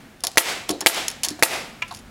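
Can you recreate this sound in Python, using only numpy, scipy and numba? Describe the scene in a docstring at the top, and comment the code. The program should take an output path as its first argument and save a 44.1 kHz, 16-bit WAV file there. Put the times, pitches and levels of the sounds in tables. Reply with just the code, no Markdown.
"""Under the open roof of a timber frame, trees around: a pneumatic nailer drives three nails overhead.
Each shot is a piston blow, the slam of the nail going home and a puff of exhaust, made of noise and damped sines.
Between shots steel parts click in noise bursts with a ring, and the tool knocks and scrapes on timber modes.
Roof reflections stand near, scattered echo from the trees far, over air hiss and low rumble.
The recorder's limiter ducks at each shot, so the echo swells as the gain comes back."""
import sys
import numpy as np
from scipy import signal
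from scipy.fft import rfft, irfft
from scipy.io import wavfile
from numba import njit

SR = 44100
rng = np.random.default_rng(int(sys.argv[2]) if len(sys.argv) > 2 else 0)


def unload_audio(sound):
    """Save the sound as a 16-bit wav file, at the path given as the first command line argument."""
    columns = np.transpose(np.atleast_2d(sound))
    # keep every value between -1 and 1, then stretch to whole-number steps
    steps = np.round(np.clip(columns, -1, 1) * 32767)
    wavfile.write(sys.argv[1], SR, steps.astype(np.int16))


N = 92610
T = np.arange(N) / SR  # time axis [s]

# Open air, spectrum of the hiss: (frequency [Hz], level [dB])
AIR_COLOUR = [(25, 1), (60, -9.5), (130, 2.5), (220, 4.5), (400, -9.5), (700, -11), (1000, -13.5),
              (1600, -12.5), (2800, -17.5), (5000, -24), (10000, -29), (16000, -34)]
# Level of the hiss: (time [s], level [dB])
AIR_LEVEL = [(0, -43), (.2, -47.5), (1.7, -42.5), (2.1, -45)]
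# Spectrum of the low outdoor rumble: (frequency [Hz], level [dB])
RUMBLE_COLOUR = [(25, -1.5), (60, 2.5), (110, 3.5), (250, -8.5), (600, -56), (4000, -65)]
# Level of the rumble: (time [s], level [dB])
RUMBLE_LEVEL = [(0, -52), (.6, -46), (1.2, -43.5), (1.7, -48), (2.1, -39.5)]

# Far echo from the trees: (frequency [Hz], level [dB])
ECHO_COLOUR = [(100, 2.5), (250, 3.5), (450, 0), (700, 1.5), (1100, 1), (2000, 1), (3000, 2), (6500, 0),
               (10000, -5.5), (16000, -8.5)]
ECHO_DB, ECHO_BUILD_S = -18.5, 0.022
ECHO_T60_LOW_S, ECHO_T60_HIGH_S = 0.6, 0.35
# Near reflections from the roof: (frequency [Hz], level [dB])
ROOF_COLOUR = [(150, 1), (1000, 4.5), (5000, 1.5), (16000, -3)]
ROOF_DB, ROOF_T60_S, ROOF_DELAY_S = -16.5, 0.084, 0.0048

# Tool against timber: (time [s], level [dB], centre of the excited band [Hz],
# distance from the centre at which modes are 6 dB down [octaves], scrape [dB], scrape t60 [s])
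KNOCKS = [(.238, -18, 820, 0.79, -11, 0.09), (0.2799, -32, 805, 0.42, -2, 0.089),
          (.357, -31.5, 750, 0.41, -10, 0.041), (0.6928, -19.5, 643, 1.2, -2.5, 0.023),
          (0.7019, -10, 340, 1.5, -14, 0.086), (.722, -31.5, 400, .8, 4, 0.28),
          (0.811, -21.5, 990, 0.46, -1.5, 0.041), (.823, -26.5, 350, 2.1, -2.5, 0.098),
          (1.237, -29.5, 980, 0.95, -5, 0.38), (1.272, -37, 260, 0.54, 2, 0.18),
          (1.308, -25.5, 264, 0.41, -1, 0.16), (1.391, -29, 696, 1.7, -7.5, 0.063),
          (1.91, -23, 935, 0.44, -6, 0.096)]
# Timber modes: (frequency [Hz], level [dB], t60 [s])
TIMBER = [(201, -5, 0.067), (312, -2, 0.057), (370, -9.5, 0.081), (613, -10, 0.046), (704, -8.5, 0.096),
          (913, -12.5, 0.077), (1086, -12, 0.051), (1330, -18, .045), (1700, -7, 0.041), (2100, -13, 0.025)]
# Treble end of the scrape: (frequency [Hz], level [dB])
SCRAPE_TOP = [(4000, -23), (8000, -65)]

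# Housing clacks as the tool is lowered: (time [s], level [dB])
CLACKS = [(1.8203, -25), (1.8227, -17.5)]
# Housing modes: (frequency [Hz], level [dB], t60 [s])
HOUSING = [(842, -15.5, .05), (1003, -9, 0.11), (1340, -12.5, 0.17), (1710, -7.5, 0.052), (2300, -8, .055),
           (2820, -4, 0.068), (3330, -11, 0.042), (4900, -24, 0.022)]
# Noise of a clack: (frequency [Hz], level [dB])
CLACK_COLOUR = [(240, -49), (400, -30), (920, -4.5), (1500, -19), (2380, 6), (3310, -11), (3670, -13),
                (6560, -19), (14000, -52)]
CLACK_RING_DB, CLACK_NOISE_DB, CLACK_T60_S = -4.5, 1, 0.033

# Metal clicks of the nose and the nail strip: (time [s], level [dB], t60 of the noise [s])
CLICKS = [(0.2059, -35.5, 0.0074), (.2372, -15, 0.032), (0.2427, -23, 0.02), (.249, -19.5, 0.017),
          (0.2697, -13, 0.015), (0.279, -32, .025), (0.3164, -35, 0.0092), (0.335, -43, .015),
          (0.358, -37.5, .015), (0.6885, -30, 0.017), (0.6921, -14, 0.022), (0.705, -21.5, 0.023),
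          (0.7096, -21.5, 0.03), (.807, -20, .025), (.812, -21.5, 0.02), (.9455, -18, 0.015),
          (1.0821, -13, 0.015), (1.0842, -16.5, .011), (1.1015, -22.5, 0.0089), (1.114, -27, .012),
          (1.234, -15, 0.045), (1.238, -15, 0.0093), (1.2461, -19, 0.06), (1.2488, -16, .025),
          (1.256, -40, .02), (1.264, -28, 0.022), (1.2857, -14, 0.0054), (1.2895, -24.5, 0.028),
          (1.304, -31, 0.06), (1.3934, -41.5, 0.061), (1.88, -44, 0.099), (1.912, -44, 0.051),
          (1.9233, -42, .05), (1.9397, -40, .04), (1.9475, -32, 0.033), (1.962, -40, .025),
          (1.97, -38.5, 0.042), (1.9887, -42.5, 0.058)]
# Noise of a click: (frequency [Hz], level [dB])
CLICK_COLOUR = [(400, -20), (1000, -22), (2000, -10.5), (3200, -4), (4500, -1.5), (5400, 0.5), (6100, -3),
                (6900, 2), (8200, -8), (10400, -0.5), (12900, -15), (16000, -21)]
# Ring of the steel parts: (frequency [Hz], level [dB], t60 [s])
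STEEL = [(3574, -19.5, 0.065), (4520, -15, .04), (5400, -12, 0.041), (6250, -13.5, 0.015),
         (7050, -17.5, 0.03), (10330, -13, 0.033)]

# Shots: (time [s], blow [dB], slam [dB], exhaust [dB], pitch ratio of the piston)
SHOTS = [(0.3732, -5, -4, -1, 0.966), (0.8616, -6, -6, -2, 1.044), (1.4253, -5, -7, -5, 1.013)]
# Piston blow: (frequency before the pitch ratio [Hz], level [dB], t60 [s])
PISTON = [(526, 6, 0.0034), (1620, 10.5, 0.0034), (2053, 20.5, 0.007), (3400, -7, 0.0019)]
CRACK_DB, CRACK_T60_S = 10.5, 0.018
# Impacts of driver and nail within a shot: (delay [s], noise [dB], ring [dB])
SLAM = [(.0062, 17.5, 4.5), (.0087, 19, -4.5), (.0108, 13, -21.5)]
# Noise of blow and slam: (frequency [Hz], level [dB])
SLAM_COLOUR = [(88, -35), (150, -33), (341, -13.5), (821, -0.5), (1690, -14.5), (2400, 0.5), (5050, -5),
               (6260, -6), (7920, -6), (8730, -11.5), (10600, -3), (12700, -16), (16000, -15)]
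SLAM_T60_S = 0.014
# Ring of the nailed board and the tool: (frequency [Hz], level [dB], t60 [s])
BOARD = [(362, -7, 0.03), (536, -9, 0.08), (676, -4, 0.07), (900, 0, 0.039), (1165, -33, 0.11),
         (1364, -2, .035), (1675, 0.5, 0.026), (1903, 3, 0.022), (2150, -13, 0.05), (2283, -3, 0.031),
         (3360, -17, .045)]
# Exhaust noise: (frequency [Hz], level [dB])
EXHAUST_COLOUR = [(180, -46), (300, -18.5), (678, -9.5), (1150, 7), (1900, -7.5), (2140, -11), (3080, 6),
                  (4370, 4), (10700, 11), (15000, 3), (16000, -24.5)]
EXHAUST_DB, EXHAUST_DELAY_S, EXHAUST_HOLD_S, EXHAUST_T60_S = -4, 0.011, 0.017, 0.088
RECOIL_DELAY_S, RECOIL_DB = 0.036, -6  # the nose falls back on the board

RADIATION_HZ = 202  # small parts radiate little below this

# The recorder
LIMIT_DB, LIMIT_ATTACK_S, LIMIT_HOLD_S, RELEASE_DB_PER_S = -3, 0.0004, 0.023, 204
BASS_CUT_HZ, BASS_CUT_DB = 271, -7
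TOP_HZ = 15900


def amp(db):
    """Decibels to gain."""
    return 10 ** (np.asarray(db) / 20)


def fade(t60):
    """Exponential decay by 60 dB in t60 seconds."""
    return np.exp(-np.log(1000) * T / max(t60, 1e-4))


def level_over_time(points):
    """Gain through the scene from (time [s], level [dB]) points."""
    times, db = np.array(points).T
    return amp(np.interp(T, times, db))


def add(out, start, x):
    """Mix x into out from a start time in seconds."""
    i = int(round(start * SR))
    out[i:] += x[:N - i]


def noise(colour):
    """Noise of rms 1 with a spectrum of (frequency [Hz], level [dB]) points."""
    hz, db = np.array(colour, float).T
    f = np.maximum(np.arange(N // 2 + 1) * SR / N, 1)
    gain = amp(np.interp(np.log(f), np.log(hz), db))
    gain = gain * np.minimum(f / hz[0], 1) ** 2  # 12 dB per octave down below the first point
    x = irfft(rfft(rng.standard_normal(N)) * gain, N)
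    return x / x.std()


def ring(modes, ratio=1):
    """Damped sines of a struck object, all pitched by the ratio."""
    return sum(amp(db) * fade(t60) * np.sin(2 * np.pi * hz * ratio * T) for hz, db, t60 in modes)


def outdoors():
    """Faint open-air hiss over a low rumble, two noises with slowly moving levels."""
    hiss = level_over_time(AIR_LEVEL) * noise(AIR_COLOUR)
    rumble = level_over_time(RUMBLE_LEVEL) * noise(RUMBLE_COLOUR)
    return hiss + rumble


def tree_echo(x):
    """Diffuse scatter from the trees: each band's energy builds and dies, treble first."""
    echo = np.zeros(N)
    edges = np.geomspace(100, 17000, 15)
    hz, db = np.array(ECHO_COLOUR).T
    for lo, hi in zip(edges, edges[1:]):
        band = signal.butter(3, [lo, hi], "band", fs=SR, output="sos")
        centre = np.sqrt(lo * hi)
        t60 = ECHO_T60_LOW_S + (ECHO_T60_HIGH_S - ECHO_T60_LOW_S) * centre / edges[-1]
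        decay = (fade(t60) * (1 - np.exp(-T / ECHO_BUILD_S))) ** 2
        energy = signal.sosfilt(band, x) ** 2
        power = np.abs(signal.fftconvolve(energy, decay / decay.sum())[:N])
        scatter = signal.sosfilt(band, rng.standard_normal(N))
        gain = amp(ECHO_DB + np.interp(np.log(centre), np.log(hz), db))
        echo += gain * np.sqrt(power) * scatter / scatter.std()
    return echo


def space(x):
    """Direct sound with quick, dense reflections under the roof, then the echo from the trees."""
    near = noise(ROOF_COLOUR) * fade(ROOF_T60_S) * (T > ROOF_DELAY_S)
    near = near / np.linalg.norm(near)
    under_roof = x + amp(ROOF_DB) * signal.fftconvolve(x, near)[:N]
    return under_roof + tree_echo(x)


def knocks():
    """The tool is set against the timber and scrapes on; each contact excites its own range of modes."""
    out = np.zeros(N)
    for start, db, centre, octaves, scrape_db, scrape_t60 in KNOCKS:
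        modes = []
        for hz, mode_db, t60 in TIMBER:
            loss_db = 6 * (np.log2(hz / centre) / octaves) ** 2
            modes.append((hz, mode_db - loss_db, t60))
        scrape = noise([m[:2] for m in modes] + SCRAPE_TOP) * fade(scrape_t60)
        add(out, start, amp(db) * (ring(modes) + amp(scrape_db) * scrape))
    return out


def clack():
    """The housing rings briefly, with a noise burst, as the tool comes down."""
    out = np.zeros(N)
    housing = amp(CLACK_RING_DB) * ring(HOUSING)
    for start, db in CLACKS:
        crack = amp(CLACK_NOISE_DB) * noise(CLACK_COLOUR) * fade(CLACK_T60_S)
        add(out, start, amp(db) * (housing + crack))
    return out


def rattle():
    """Loose steel parts click: a short crash with a faint ring."""
    out, steel, crash = np.zeros(N), ring(STEEL), noise(CLICK_COLOUR)
    for start, db, t60 in CLICKS:
        burst = np.roll(crash, rng.integers(N)) * fade(t60)  # another stretch of the noise each time
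        add(out, start, amp(db) * (burst + steel))
    return out


def nailer():
    """Piston blow, slam of the nail into the ringing board, exhaust puff and recoil tap."""
    out, board = np.zeros(N), ring(BOARD)
    # the puff holds steady, then dies away
    puff = np.exp(-np.log(1000) * np.maximum(T - EXHAUST_HOLD_S, 0) / EXHAUST_T60_S)
    for start, blow_db, slam_db, exhaust_db, ratio in SHOTS:
        crack = amp(CRACK_DB) * noise(SLAM_COLOUR) * fade(CRACK_T60_S)
        add(out, start, amp(blow_db) * (crack - ring(PISTON, ratio) - board))
        for delay, noise_db, ring_db in SLAM:
            burst = amp(noise_db) * noise(SLAM_COLOUR) * fade(SLAM_T60_S)
            add(out, start + delay, amp(slam_db) * (burst - amp(ring_db) * board))
        exhaust = puff * noise(EXHAUST_COLOUR)
        add(out, start + EXHAUST_DELAY_S, amp(exhaust_db + EXHAUST_DB) * exhaust)
        add(out, start + RECOIL_DELAY_S, amp(slam_db + RECOIL_DB) * board)
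    return out


def scene():
    """Nailer and handling noises in their surroundings, as they reach the microphone."""
    sources = knocks() + clack() + rattle() + nailer()
    radiation = signal.butter(2, RADIATION_HZ, "high", fs=SR, output="sos")
    radiated = signal.sosfilt(radiation, sources)
    return (outdoors() + space(radiated))[None]


@njit
def gain_cut(over, attack, hold, release):
    """Gain reduction in dB: rises fast with the overload, holds, then falls at a steady rate."""
    out, cut, wait = np.zeros(len(over)), 0., 0.
    for i in range(len(over)):
        if over[i] > cut:
            cut += (over[i] - cut) * attack
            wait = hold
        elif wait > 0:
            wait -= 1
        else:
            cut = max(cut - release, 0.)
        out[i] = cut
    return out


def record(dry):
    """The limiter ducks after each shot; peaks clip; the bass is thinned; peaks clip again; the top is cut."""
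    x = dry[0]
    over = 20 * np.log10(np.abs(x) + 1e-9) - LIMIT_DB
    attack = 1 - np.exp(-1 / (LIMIT_ATTACK_S * SR))
    cut_db = gain_cut(over, attack, float(LIMIT_HOLD_S * SR), RELEASE_DB_PER_S / SR)
    x = np.clip(x * amp(-cut_db), -1.2, 1.2)
    bass = signal.sosfiltfilt(signal.butter(3, BASS_CUT_HZ, fs=SR, output="sos"), x)
    x = x - (1 - amp(BASS_CUT_DB)) * bass
    x = np.clip(x, -0.95, 0.95)
    top_cut = signal.ellip(10, 0.2, 80, TOP_HZ, fs=SR, output="sos")
    return signal.sosfilt(top_cut, x)[None]


dry = scene()
out = record(dry)
unload_audio(out)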